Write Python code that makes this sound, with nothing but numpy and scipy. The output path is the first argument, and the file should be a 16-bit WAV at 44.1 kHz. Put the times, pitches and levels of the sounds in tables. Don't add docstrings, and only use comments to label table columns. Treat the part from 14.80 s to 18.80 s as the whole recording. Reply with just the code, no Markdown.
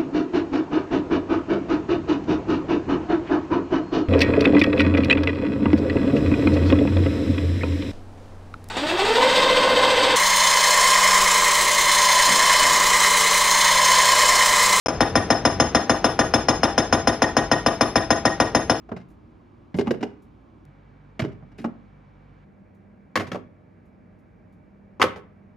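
import sys
import numpy as np
from scipy import signal
from scipy.fft import rfft, irfft
from scipy.io import wavfile
from scipy.ndimage import uniform_filter1d, minimum_filter1d

SR = 44100
rng = np.random.default_rng(int(sys.argv[2]) if len(sys.argv) > 2 else 0)


def dump_mix(stems):
    frames = np.atleast_2d(stems).T
    limited = np.clip(frames, -1, 1)
    pcm = np.round(limited * 32767).astype(np.int16)
    wavfile.write(sys.argv[1], SR, pcm)


N = 176400
SIZE = 16384
T, HZ = np.arange(SIZE) / SR, np.fft.rfftfreq(SIZE, 1 / SR)

# frequency in Hz, relative level in dB.
ENGINE_COLOUR = [(20, -48), (40, -2), (90, -2), (350, -6), (1500, -20), (4000, -32.5), (6500, -36.5),
                 (7500, -64), (16000, -87)]
# pitch in Hz, level in dB, delay in seconds, width in seconds.
RUMBLE_TONES = [(90, -28, 0.0707, 0.028)]
RUMBLE_STARTS = [.3, 0.72, 2.09]

# delay in seconds, level in dB.
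DISTINCT_ECHOES = [(.02345, -9), (.02675, -13), (.04352, -23), (.0482, -10.5), (.05774, -15.5),
                   (.07292, -17)]
# frequency in Hz, level in dB, seconds to fade by 60 dB.
BANK_BANDS = [(79, -3, 0.21), (262, -15.5, 0.079), (600, -17, 0.44), (3040, -14.5, 0.48), (5360, -20, 0.7)]
# frequency in Hz, level in dB.
TREE_COLOUR = [(100, -20.5), (750, -15.5), (1300, -14.5), (2200, -15), (3650, -13), (5300, -14.5)]

# frequency in Hz, level in dB.
CLATTER_COLOUR = [(300, -6), (900, 19.5), (1900, 16), (3700, 6), (4500, -2.5), (6700, 3.5), (7500, -9),
                  (9500, 0.5), (16000, -33)]
# frequency in Hz, level in dB.
RATTLE_COLOUR = [(200, 6.5), (900, 19.5), (2300, 6.5), (3600, 6), (4500, -2), (6500, 3.5), (8000, -50),
                 (16000, -60)]
# pitch in Hz, level in dB, delay in seconds, width in seconds.
CLANK_TONES = [(1853, -15, 0.0246, 0.0065), (1883, -26.5, 0.013, 0.0038)]
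# pitch in Hz, level in dB, delay in seconds, width in seconds.
CLINK_TONES = [(2927, -21, .0035, 0.00069), (4240, -31, .004, 0.0019), (3502, -27, 0.01245, 0.0015),
               (3650, -35, .025, .005)]
# pitch in Hz, level in dB, seconds to fade by 60 dB.
PISTON_MODES = [(4940, -28.5, 0.069), (5163, -23, 0.055), (5273, -10.5, 0.056), (5493, -26.5, 0.075),
                (6438, -20.5, 0.095), (9200, -32, 0.11), (9330, -40, 0.092), (10490, -41, 0.19),
                (10590, -39.5, 0.23), (12860, -50, 0.12)]

# frequency in Hz, level in dB.
CRACK_COLOUR = [(30.0, 19), (100.0, 15.5), (380.0, 21.5), (520.0, 27.5), (750.0, 27), (1400.0, 19.5),
                (2000.0, 22), (2200.0, -3), (2600, 7), (4300, -13), (6500, -4.5), (7600, -26), (10500, -10),
                (16000, -26)]
# pitch in Hz, level in dB, seconds to fade by 60 dB.
POST_MODES = [(247.8, -26.5, 0.19), (450.4, -29.5, 0.34), (516.3, -17.5, 0.066), (549.6, -25, 0.11),
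              (664.2, -20, 0.21), (714, -17, 0.082), (765, -24.5, 0.078), (798.2, -22, 0.28),
              (911, -28, 0.065), (1023, -16.5, 0.064), (1190, -12.5, 0.018), (1433, -8, 0.016),
              (1656, -17, 0.026), (2066, -45, 0.028)]
# pitch in Hz, level in dB, delay and width in seconds.
THUMP_TONES = [(256.4, -13.5, 0.01324, 0.0041), (295.4, -24, 0.02936, 0.01), (127, -21.5, 0.023, 0.0034)]
# start in seconds, level of the housing's clank in dB.
FULL_BLOWS = [(0.205, -9), (.3536, -8.5), (0.5019, -10), (0.6504, -14.5), (0.7985, -15), (0.9468, -9),
              (1.0945, -11), (1.2423, -24), (1.3898, -8), (1.537, -14.5), (1.684, -18), (1.8313, -13.5),
              (1.9777, -12), (2.1249, -13.5), (2.2718, -12), (2.419, -5), (2.5662, -10), (2.7136, -3.5),
              (2.8609, -10), (3.0083, -15), (3.156, -6), (3.3035, -8.5), (3.4516, -4), (3.5998, -13),
              (3.7476, -9), (3.8959, -25)]
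# start in seconds, level in dB.
OPENING_BLOW_PARTS = [(0.0577, -8), (0.081, -6.5)]

# frequency in Hz, left minus right in dB,
# how far the left leads in radians.
MIC_PORTS = [(60, .5, 0), (300, 3.4, -.1), (420, 1.5, 0), (700, 7.8, .1), (1100, 2.7, -.4), (2100, .7, .3),
             (2800, 4, -.8), (3900, -2.5, -.6), (5400, 7, -.7), (6430, 1.5, 1.8), (9200, 0, 3.9),
             (10560, 0, 6), (13000, 0, 8.8)]
# start in seconds, end in seconds.
SILENCES = [(0, .0603), (.0725, .0838)]


def amp(db):
    return 10 ** (np.asarray(db) / 20)


def look_up(table, hz, column=1):
    rows = np.array(table, float)
    return np.interp(np.log(hz + 1), np.log(rows[:, 0] + 1), rows[:, column])


def add(mix, start_s, sound):
    part = mix[:, max(round(start_s * SR), 0):][:, :SIZE]
    part += sound[:, :part.shape[1]]


def bass_cut(hz, cut_hz):
    return 1 / np.sqrt(1 + (cut_hz / (hz + 1)) ** 8)


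def swell(at_s, width_s):
    return np.exp(-((T - at_s) / width_s / 2) ** 2)


def fade(t, fade_s):
    return np.exp(-np.log(1000) * t / fade_s)


def blend(usual, fresh, change):
    return np.sqrt(1 - change ** 2) * usual + change * fresh


def burst(envelope, colour):
    noise = envelope * rng.standard_normal(SIZE)
    return rfft(noise / np.linalg.norm(noise)) * amp(look_up(colour, HZ))


def tones(rows, rise_hz_per_s=0, detune=0, rough=0, rasp_hz=150):
    out = 0
    for hz, db, delay, width in rows:
        t = T - delay
        pitch = hz * (1 + detune * rng.standard_normal()) + rise_hz_per_s * t / 2
        rasp = irfft(rfft(rng.standard_normal((2, SIZE))) * np.exp(-(HZ / rasp_hz) ** 2))
        flutter, wobble = rough * rasp / rasp.std()
        out += amp(db) * swell(delay, width) * (1 + flutter) * np.cos(2 * np.pi * pitch * t + wobble)
    return rfft(out)


def ring(modes, start_s, rise_s, spread_db=0, detune=0):
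    t, out = np.maximum(T - start_s, 0), 0
    for hz, db, fade_s in modes:
        louder, sharper = rng.standard_normal(2)
        wave = np.cos(2 * np.pi * hz * (1 + detune * sharper) * t)
        out += amp(db + spread_db * louder) * fade(t, fade_s) * wave
    return rfft(out * (1 - np.exp(-t / rise_s)))


def microphone(hz):
    lead = look_up(MIC_PORTS, hz, column=2)
    left = amp(look_up(MIC_PORTS, hz) / 2) * np.exp(.5j * lead)
    return np.array([left, 1 / left]) * bass_cut(hz, cut_hz=36)


def engine():
    hz, t = np.fft.rfftfreq(N, 1 / SR), np.arange(N) / SR
    drone = irfft(rfft(rng.standard_normal(N)) * amp(look_up(ENGINE_COLOUR, hz)))
    drone = drone / drone.std() * amp(-31.5 - 1.1 * t)
    out = irfft(rfft(drone) * microphone(hz))
    for start in RUMBLE_STARTS:
        add(out, start, irfft(tones(RUMBLE_TONES, rough=.35) * microphone(HZ)))
    return out


def scattered_echoes(count):
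    noise, bank = rng.standard_normal((count, SIZE)), 0
    centres = np.log([row[0] for row in BANK_BANDS])
    for (_, db, fade_s), this_band in zip(BANK_BANDS, np.eye(len(BANK_BANDS))):
        tail = (T > .016) * fade(T, fade_s)
        band = np.interp(np.log(HZ + 1), centres, this_band)
        bank += amp(db) * band * rfft(noise * tail / np.linalg.norm(tail))
    return bank + [burst(swell(at_s=.058, width_s=.016), TREE_COLOUR) for _ in range(count)]


def reflections():
    low_hz, high_hz = 243, 1390
    colour = HZ ** 2 / (HZ ** 2 + low_hz ** 2) / (1 + (HZ / high_hz) ** 4)
    return colour * sum(amp(db) * np.exp(-2j * np.pi * delay * HZ) for delay, db in DISTINCT_ECHOES)


def clatter():
    shake = (1 - np.exp(-T / .0028)) * fade(T, fade_s=.054)
    return burst(shake, CLATTER_COLOUR) + burst(swell(at_s=.018, width_s=.0079), RATTLE_COLOUR)


def housing(clank_db, usual_clatter):
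    loose_steel = blend(usual_clatter, clatter(), change=.65)
    clank = tones(CLANK_TONES, detune=.005, rough=.35)
    clinks = tones(CLINK_TONES, detune=.005, rough=.35)
    return amp(clank_db) * clank + clinks + loose_steel


def piston():
    return ring(PISTON_MODES, start_s=.0008, rise_s=.0016, spread_db=2, detune=.00083)


def post():
    bass_lag_s, bass_hz = .004296, 434
    lag_s = .002152 + bass_lag_s / (1 + (HZ / bass_hz) ** 3.27)
    travel = np.exp(-2j * np.pi * np.cumsum(lag_s) * HZ[1])
    crack = amp(look_up(CRACK_COLOUR, HZ))
    wood = ring(POST_MODES, start_s=0, rise_s=.00085, detune=.0045)
    return (crack + wood) * travel + tones(THUMP_TONES, rise_hz_per_s=7640)


def hammer():
    usual_clatter, hits = clatter(), []
    for start, clank_db in FULL_BLOWS:
        strength = amp(.93 - .3434 * start)
        hits.append((start, strength * (post() + piston() + housing(clank_db, usual_clatter))))
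    for start, db in OPENING_BLOW_PARTS:
        hits.append((start, amp(db) * (post() + piston() + usual_clatter) * bass_cut(HZ, cut_hz=264)))
    steady, side, *shifts = scattered_echoes(count=len(hits) + 2)
    width = .75 * HZ / (HZ + 1500) * np.array([side, -side])
    paths = 1 + reflections()
    fade_out = np.minimum(2 * (1 - T / T[-1]), 1)
    out, stereo = np.zeros((2, N)), microphone(HZ)
    for (start, hit), shift in zip(hits, shifts):
        echo = blend(steady, shift, change=.55) + width
        add(out, start, irfft(hit * (paths + echo) * stereo) * fade_out)
    return out


def scene():
    return hammer() + engine()


def record(dry):
    gate = np.ones(N)
    for start, end in SILENCES:
        gate[round(start * SR):round(end * SR)] = 0
    ceiling, top_hz = .88, 16400
    gain = 1 / np.maximum(abs(dry).max(0) / ceiling, 1)
    smooth_gain = uniform_filter1d(minimum_filter1d(gain, size=180), size=180)
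    limited = dry * uniform_filter1d(gate, size=30) * smooth_gain
    treble_cut = signal.firwin(511, top_hz, window=("kaiser", 9), fs=SR)
    return signal.oaconvolve(limited, treble_cut[None], "same")


dry = scene()
out = record(dry)
dump_mix(out)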